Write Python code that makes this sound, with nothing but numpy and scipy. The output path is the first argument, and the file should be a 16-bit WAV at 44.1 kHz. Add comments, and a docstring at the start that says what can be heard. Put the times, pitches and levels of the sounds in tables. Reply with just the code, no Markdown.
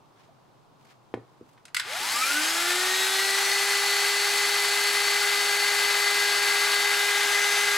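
"""A motor whines up to speed over a dense gear rattle: a cordless hydraulic crimper in a quiet room.
First, hands rub and tap its casing, it knocks on a wooden bench, and the trigger snaps.
The whine is shaft harmonics flaring as they sweep through casing resonances; the rattle is tiny
tooth and brush impacts ringing the housing. The piston pump loads both about seven times a second."""
import sys
import numpy as np
from scipy import signal
from scipy.fft import rfft, irfft
from scipy.io import wavfile
from scipy.ndimage import uniform_filter1d

SR = 44100
rng = np.random.default_rng(int(sys.argv[2]) if len(sys.argv) > 2 else 0)


def store_pcm(level_fs):
    """Save levels as 16-bit WAV."""
    pcm = np.round(np.clip(level_fs, -1, 1) * 32767).astype(np.int16)
    wavfile.write(sys.argv[1], SR, np.atleast_2d(pcm).T)


N = 342657
T = np.arange(N) / SR
BINS_HZ = np.fft.rfftfreq(N, 1 / SR)
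START_S, FREE_HZ = 1.7685, 403.6  # motor switch-on, free shaft speed
RUN_S = np.maximum(T - START_S, 0)


def amp(db):
    """dB to gain."""
    return 10 ** (np.asarray(db) / 20)


def unit(x):
    """Scale to rms 1."""
    return x / np.sqrt(np.mean(x ** 2) + 1e-20)


def curve(rows):
    """Interpolate (t/s, value) rows over the scene."""
    return np.interp(T, *np.transpose(rows))


def swell(mid_s, half_s):
    """Gaussian rise and fall, peak 1."""
    return np.exp(-np.minimum(((T - mid_s) / half_s) ** 2, 50))


def drift(rate_hz, size=8192):
    """Random fluctuation, rms 1, rolling off above rate_hz."""
    hz = np.fft.rfftfreq(size, T[-1] / size)
    slow = irfft(rfft(rng.standard_normal(size)) / (1 + (hz / rate_hz) ** 2))
    return unit(np.interp(T, np.linspace(0, T[-1], size), slow))


def add(mix, start_s, sound):
    """Mix a sound in at start_s."""
    part = mix[..., max(round(start_s * SR), 0):][..., :sound.shape[-1]]
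    part += sound[..., :part.shape[-1]]


def spectrum(rows, hz):
    """Interpolate (f/Hz, value) rows over log frequency."""
    f, value = np.transpose(rows)
    return np.interp(np.log(hz + 1), np.log(f + 1), value)


def resonances_db(peaks, hz):
    """Sum of Lorentzian peaks and notches."""
    return sum(db / (1 + (2 * (hz - f) / width) ** 2) for f, width, db in peaks)


def body_gain(slope, peaks, hz, share=1):
    """Broad slope plus a share of the resonances."""
    return amp(spectrum(slope, hz) + share * resonances_db(peaks, hz))


def highpass(x, cutoff_hz):
    """Zero-phase high-pass, 24 dB/octave."""
    return irfft(rfft(x) * BINS_HZ ** 4 / (BINS_HZ ** 4 + cutoff_hz ** 4), N)


def minimum_phase(gain, size=4096):
    """Causal impulse response, energy 1."""
    log_gain = np.log(np.maximum(np.r_[gain, gain[-2:0:-1]], 1e-5))
    response = np.exp(signal.hilbert(log_gain).conj())
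    return unit(np.fft.ifft(response).real) / np.sqrt(size)


def pan(hz, lean=1):
    """Complex left and right gains for sound from the tool."""
    # left minus right: f/Hz, level/dB
    balance = [(420,0),(1300,.6),(2100,3.4),(2500,3.2),(3400,1.2),(5200,3),(6500,1),(8200,1.5),(10600,4.4),(13300,.1)]
    # left ahead of right: f/Hz, phase/rad
    lead = [(420,0),(1100,.33),(2000,.42),(2600,.02),(5200,.17),(6700,.04),(9000,.6),(10700,.7),(13500,0)]
    left = amp(lean * spectrum(balance, hz) / 2) * np.exp(.5j * lean * spectrum(lead, hz))
    return np.array([left, 1 / left])


def spread(pair, gain, correlation):
    """Colour two independent signals and blend to a left-right correlation, rms 1."""
    mid, side = rfft(pair)
    correlation = np.clip(correlation, 0, 1)
    mid, side = mid * np.sqrt(1 + correlation), side * np.sqrt(1 - correlation)
    return unit(irfft(np.array([mid + side, mid - side]) * gain, N))


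def room_air(correlation=0.33):
    """Faint low noise, sinking once the motor runs."""
    # air colour: f/Hz, relative level/dB
    colour = [(25,-24),(75,-25),(130,-3),(185,-13.5),(320,-13.5),(570,-16),(760,-13),(1100,-14),(1800,-29.5),(4000,-31.5),(15500,-48)]
    # air envelope: t/s, level/dB
    level = [(0,-57.5),(1.7,-59),(2.7,-67)]
    air = spread(rng.standard_normal((2, N)), amp(spectrum(colour, BINS_HZ)), correlation)
    return amp(curve(level)) * air


def room_tail(x, delay_s=0.002, width=0.43):
    """Diffuse small-room reverberation; treble dies first."""
    # room decay: f/Hz, t60/s
    decay = [(120,0.25),(500,0.27),(2000,0.3),(12000,0.029)]
    mid, side = rng.standard_normal((2, SR // 2)) * (T[:SR // 2] > delay_s)
    hz, t, frames = signal.stft(np.array([mid + width * side, mid - width * side]), SR)
    tail = signal.istft(frames * amp(-60 * t / spectrum(decay, hz)[:, None]), SR)[1]
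    return signal.fftconvolve(x, tail / np.linalg.norm(tail[0]), axes=1)[:, :N]


def skin_rubs(correlation=0.15, hiss_hz=8000, grip_db=3, grip_hz=70):
    """Skin catches and slips as it slides over the casing."""
    # friction colour: f/Hz, relative level/dB
    colour = [(300, -7), (1700, 4), (4500, -3), (8000, -11), (15000, -21)]
    # strokes: centre t/s, half length/s, level/dB, extra hiss/dB
    strokes = [(0.214,0.056,-60.5,-2),(.835,0.04,-67,7),(0.916,0.034,-58.5,-1),(1.35,0.37,-73,2),(1.52,0.05,-76,16)]
    rub = spread(rng.standard_normal((2, N)), amp(spectrum(colour, BINS_HZ)), correlation)
    hiss = highpass(rub, hiss_hz)
    sliding = sum(amp(db) * swell(mid_s, half_s) * (rub + (amp(hiss_db) - 1) * hiss)
                  for mid_s, half_s, db, hiss_db in strokes)
    return sliding * unit(amp(grip_db * drift(grip_hz)))


def finger_tap():
    """A fingertip rings one short, hollow note in the plastic casing."""
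    # tap: t/s, level/dB, f/Hz, t60/s
    tap = (.2895,-46,660,.055)
    start_s, db, hz, t60_s = tap
    t = np.maximum(T - start_s, 0)
    return amp(db - 60 * t / t60_s) * (1 - np.exp(-hz * t)) * np.sin(2 * np.pi * hz * t)


def bench_knocks(give_s=0.0004, low_cut_hz=110):
    """Blows ring tool and bench top; soft ones reach only the low modes."""
    # modes of the tool on the bench: f/Hz, level/dB, t60/s
    modes = [(115,-17.5,0.2),(270,-20,0.04),(355,4.5,0.016),(448,-12,0.03),(650,-17,0.049),(765,-12,0.025),(930,-25,.03),(1450,-22,.045),(1740,-18,.03),(2090,-25,.035),(3140,-27,0.03)]
    # blows: t/s, gain/dB, contact cut-off/Hz
    blows = [(1.1400,-18,3500),(1.1735,-29,750),(1.4104,-33.5,500),(1.4228,-39.5,500),(2.002,-36,450),(2.141,-36,480)]
    out, t = np.zeros(N), T[:SR // 2]
    ring = sum(amp(db - 60 * t / t60_s) * np.cos(2 * np.pi * hz * t) for hz, db, t60_s in modes)
    ring *= 1 - .7 * np.exp(-t / give_s)  # the bench gives way, dulling the attack
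    ring = signal.lfilter(*signal.butter(2, low_cut_hz, "high", fs=SR), ring)
    for start_s, db, cutoff_hz in blows:
        contact = signal.butter(6, cutoff_hz, fs=SR, output="sos")
        add(out, start_s, -amp(db) * signal.sosfilt(contact, ring))
    return np.array([out, out])


def clicks(ring_db=-19, ring_t60_s=0.19, rise_s=0.0013, width=0.37):
    """Trigger, drive slack and loose parts snap home: a short clatter, then the casing rings."""
    # snaps: t/s, level/dB, clatter t60/s, tilt/(dB/octave), resonance share/0-1
    snaps = [(1.1405,-27,.035,-2,.2),(1.576,-33,.04,-6,.3),(1.653,-21,0.018,2.5,0.2),(1.68,-28,.04,-1,.3),(1.7452,1,0.023,3.5,1),(1.7650,-4,.025,2,0.65),(1.7675,0.5,.012,2.3,0.45),(1.7962,1,0.029,1.5,0.85),(2.433,-3,.015,2,.4)]
    # click colour: f/Hz, relative level/dB
    slope = [(200,-26),(800,-12.5),(1400,1),(5000,-3.5),(8000,-7.5),(10500,-10.5),(12000,-22),(15600,-31)]
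    # casing peaks and notches: f/Hz, width/Hz, gain/dB
    peaks = [(1460,160,9),(2010,160,14),(5800,320,-19),(6800,770,-9),(9100,1100,-10),(11300,450,-11)]
    out, t = np.zeros((2, N)), T[:SR // 5]
    hz = np.linspace(0, SR / 2, 2049)
    for start_s, db, t60_s, tilt_db, share in snaps:
        decay = amp(-60 * t / t60_s) + amp(ring_db - 60 * t / ring_t60_s)
        mid, side = rng.standard_normal((2, len(t))) * (1 - np.exp(-t / rise_s)) * decay
        clatter = np.array([mid + width * side, mid - width * side]) / np.linalg.norm(mid)
        tilt = amp(tilt_db * np.log2(hz / 3000 + .1))
        casing = minimum_phase(body_gain(slope, peaks, hz, share) * tilt)
        add(out, start_s, amp(db) * signal.fftconvolve(clatter, casing[None], axes=1))
    return out


def shudder(gain_db=-60, rise_s=0.13, fade_s=0.42, correlation=0.75):
    """The accelerating rotor's torque shakes the tool against the bench."""
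    # rumble colour: f/Hz, relative level/dB
    colour = [(55,-35),(72,-14),(88,-2),(110,2),(140,-11),(220,-30),(1000,-67)]
    torque = np.minimum(RUN_S / rise_s, 1) * np.exp(-RUN_S / fade_s)
    rumble = spread(rng.standard_normal((2, N)), amp(spectrum(colour, BINS_HZ)), correlation)
    return amp(gain_db) * torque * rumble


def shaft(spin_up_s=0.4467, creep_hz=3.93, creep_s=5.0, turns_per_stroke=55.4,
          sag=0.0011, flutter=0.00069, flutter_hz=25):
    """Speed/Hz, angle/rad, pump load: spins up, creeps faster as it warms, sags on each stroke."""
    hz = FREE_HZ * (1 - np.exp(-RUN_S / spin_up_s)) + creep_hz * (1 - np.exp(-RUN_S / creep_s))
    load = np.sin(2 * np.pi * np.cumsum(hz) / SR / turns_per_stroke)
    hz = hz * (1 - sag * load + flutter * drift(flutter_hz))
    return hz, 2 * np.pi * np.cumsum(hz) / SR, load


def housing(force, ripple_db=0.5, ripple_bins=400):
    """Noise under a force envelope rings the housing; small modes and reflections ripple the spectrum."""
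    # housing colour: f/Hz, relative level/dB
    slope = [(60,-38.5),(100,-30),(170,-30),(280,-24.5),(520,-14.5),(750,-6),(1400,1),(2100,0.5),(4600,-3),(6000,-6.5),(8500,-7),(11000,-10.5),(13000,-16.5),(15600,-23)]
    # housing peaks and notches: f/Hz, width/Hz, gain/dB
    peaks = [(276,56,10),(387,54,7),(840,70,6),(955,56,-4),(1077,30,-7),(1202,49,4.5),(2072,89,4.4),(2184,46,-4),(2592,49,3.5),(2732,53,-5.5),(2808,24,4.5),(4772,45,3.5),(5048,49,4.5),(5552,48,6),(5748,376,-2.7),(6463,170,6.4),(6541,207,-5.7),(7690,60,4),(8269,84,-4.2),(9335,243,-5.2),(10012,142,4.3),(11460,170,3.8)]
    # left-right likeness: f/Hz, correlation/0-1
    correlation = [(60,.5),(130,.85),(290,.999),(450,.997),(1200,.89),(4400,.89),(5400,.77),(6600,.93),(8500,.68),(9400,.45),(12000,.45),(13300,.95)]
    ripple = uniform_filter1d(rng.standard_normal(len(BINS_HZ)), ripple_bins)
    ripple = unit(uniform_filter1d(ripple, ripple_bins)) * np.clip(BINS_HZ / 1000, 0, 1)
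    gain = body_gain(slope, peaks, BINS_HZ) * amp(ripple_db * ripple) * pan(BINS_HZ)
    return spread(force * rng.standard_normal((2, N)), gain, spectrum(correlation, BINS_HZ))


def tooth_force(angle, load, impacts_per_s=3000, size_db=4.0, ring_s=0.0069, hiss=0.5,
                bunching=0.12, pump_db=-0.07, chatter_db=0.5, chatter_hz=90):
    """Envelope of tiny tooth and brush impacts, swelling once and four times a turn."""
    hits = rng.random(N) < impacts_per_s / SR
    impacts = hits * amp(size_db * np.minimum(rng.exponential(1, N), 2.6))
    energy = signal.lfilter([1], [1, -np.exp(-1 / (ring_s * SR))], impacts ** 2)
    rotation = 1 + bunching * (np.cos(angle) + np.cos(4 * angle))
    unsteady = amp(pump_db * load + chatter_db * drift(chatter_hz))
    return (unit(np.sqrt(energy)) + hiss) * rotation * unsteady


def gear_rattle(hz, angle, load, gain_db=-26, db_per_octave=3, db_per_s=0.3176,
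                onset_hz=68, treble_hz=5000, low_hz=680):
    """Gears rattle through the housing, louder with speed and ram travel."""
    # treble shelf: t/s, gain/dB
    treble_shelf = [(1.83,-8),(1.98,-0.5),(2.17,4),(2.4,2),(7.77,-1)]
    # low shelf, higher during spin-up: t/s, gain/dB
    low_shelf = [(2.6,3),(4.2,-0.7)]
    rattle = housing(tooth_force(angle, load))
    treble = highpass(rattle, treble_hz)
    low = irfft(rfft(rattle) / (1 + (BINS_HZ / low_hz) ** 8), N)
    rattle += treble * (amp(curve(treble_shelf)) - 1) + low * (amp(curve(low_shelf)) - 1)
    rattle *= 1 - np.exp(-(hz / onset_hz) ** 2)  # slow gears roll almost silently
    octaves = np.log2(hz / FREE_HZ + 1e-9)
    return rattle * amp(gain_db + db_per_octave * octaves + db_per_s * RUN_S)


def flare_db(order, hz):
    """A shaft harmonic flares or dips as it sweeps through resonances."""
    # casing peaks and notches: order, f/Hz, width/Hz, gain/dB
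    casing = [(1,302,30,14),(1,359,40,8), (2,560,50,6),(2,690,70,4), (4,880,150,19),(4,1390,230,11.5),
              (5,520,450,6.5),(5,1095,90,-6),(5,1195,55,11),(5,1295,75,10.5),(5,1415,60,9.5),(5,1500,50,11),(5,1555,30,-8),(5,1675,60,-6),(5,2030,760,13.6),
              (7,1330,260,14),(7,2090,160,14), (9,2385,150,16),(9,3445,100,10),
              (10,1350,400,15),(10,3780,180,7),(11,1900,400,17),(11,4150,130,4),(11,4415,570,8.7),
              (15,4950,300,9),(15,5924,140,7.5),(17,6350,200,13),(18,7227,144,17),
              (20,6400,280,13),(21,7950,130,12),(22,5500,500,11.5),(22,8620,300,13)]
    # metallic resonance common to all orders: f/Hz, width/Hz, gain/dB
    metal = [(7650,400,8)]
    return resonances_db([row[1:] for row in casing if row[0] == order] + metal, order * hz)


def ram_db(order):
    """A shaft harmonic swells or fades as the ram advances."""
    # brief moves on or off a resonance: order, centre t/s, half length/s, change/dB
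    swells = [(5,3.1,.06,-4),(5,4.28,.04,-5),(5,6.7,.035,-4),(5,7.28,.04,-6.5),(5,7.345,.035,4.5),(10,3.55,.14,-10),(10,5.35,.35,-3.5),(15,7.48,.22,9)]
    # lasting ramps: order, start t/s, end t/s, change/dB
    ramps = [(4,3.9,6.4,9),(5,5.1,9.7,2.5),(9,4.7,7,6.5),(10,6.6,7,-8),(11,6.85,7.2,-11),(18,7,7.7,3)]
    brief = sum(db * swell(mid_s, half_s) for k, mid_s, half_s, db in swells if k == order)
    lasting = sum(np.interp(T, [t0, t1], [0, db]) for k, t0, t1, db in ramps if k == order)
    return brief + lasting


def motor_whine(hz, angle, load, flutter_db=1.55, flutter_hz=45, wander_db=0.35, wander_hz=3.2,
                stroke_db=0.7, jitter_rad=0.026, jitter_hz=120, onset_hz=70):
    """Shaft harmonics: unbalance is nearly steady; upper orders flutter with the gears, rasp in spin-up."""
    # harmonics: order, base level at half speed/dB, at full speed/dB
    harmonics = [(1,-66,-40.3),(2,-65,-42.5),(4,-62,-45),(5,-42,-46.3),(7,-52,-62),(9,-48,-46),(10,-46.5,-41),(11,-57,-43.6),(15,-58,-48),(16,-52,-50.5),(17,-55,-52),(18,-57,-62),(20,-42.5,-54),(21,-45.5,-55),(22,-52,-56),(23,-53,-57),(26,-51,-55),(31,-48,-60),(32,-49,-60)]
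    # further left as the ram extends: t/s, pan scale
    lean_path = [(4.4,.55),(5.3,1.53)]
    lean = curve(lean_path)
    strain = np.clip(2 * (1 - hz / FREE_HZ), 0, .5)
    octaves_below_half = -np.log2(np.clip(2 * hz / FREE_HZ, 1e-4, 1))
    out = np.zeros((2, N))
    for order, half_db, full_db in harmonics:
        db = np.interp(hz, [FREE_HZ / 2, FREE_HZ], [half_db, full_db])
        db += flare_db(order, hz) + ram_db(order) - (9.5 + order) * octaves_below_half
        unsteady_db = flutter_db * (1 + strain) * drift(flutter_hz) + wander_db * drift(wander_hz)
        db += min(order / 5, 1) * (unsteady_db + stroke_db * load)
        phase = order * (angle + jitter_rad * strain * drift(jitter_hz)) + 2 * np.pi * rng.random()
        out += (np.sqrt(2) * amp(db) * np.exp(1j * phase) * pan(order * hz, lean)).real
    return out * np.clip(hz / onset_hz, 0, 1) ** 2


def scene(knock_send_db=-15, click_send_db=-13):
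    """Handling, trigger and motor over room air; knocks and clicks reverberate."""
    motion, knocks, snaps = shaft(), bench_knocks(), clicks()
    echoes = room_tail(amp(knock_send_db) * knocks + amp(click_send_db) * snaps)
    motor = motor_whine(*motion) + gear_rattle(*motion) + shudder()
    return room_air() + skin_rubs() + finger_tap() + knocks + snaps + echoes + motor


def record(dry, cutoff_hz=15850):
    """Steep low-pass band limit."""
    lowpass = signal.firwin(601, cutoff_hz, window=("kaiser", 9), fs=SR)
    return signal.oaconvolve(dry, lowpass[None], "same")


dry = scene()
out = record(dry)
store_pcm(out)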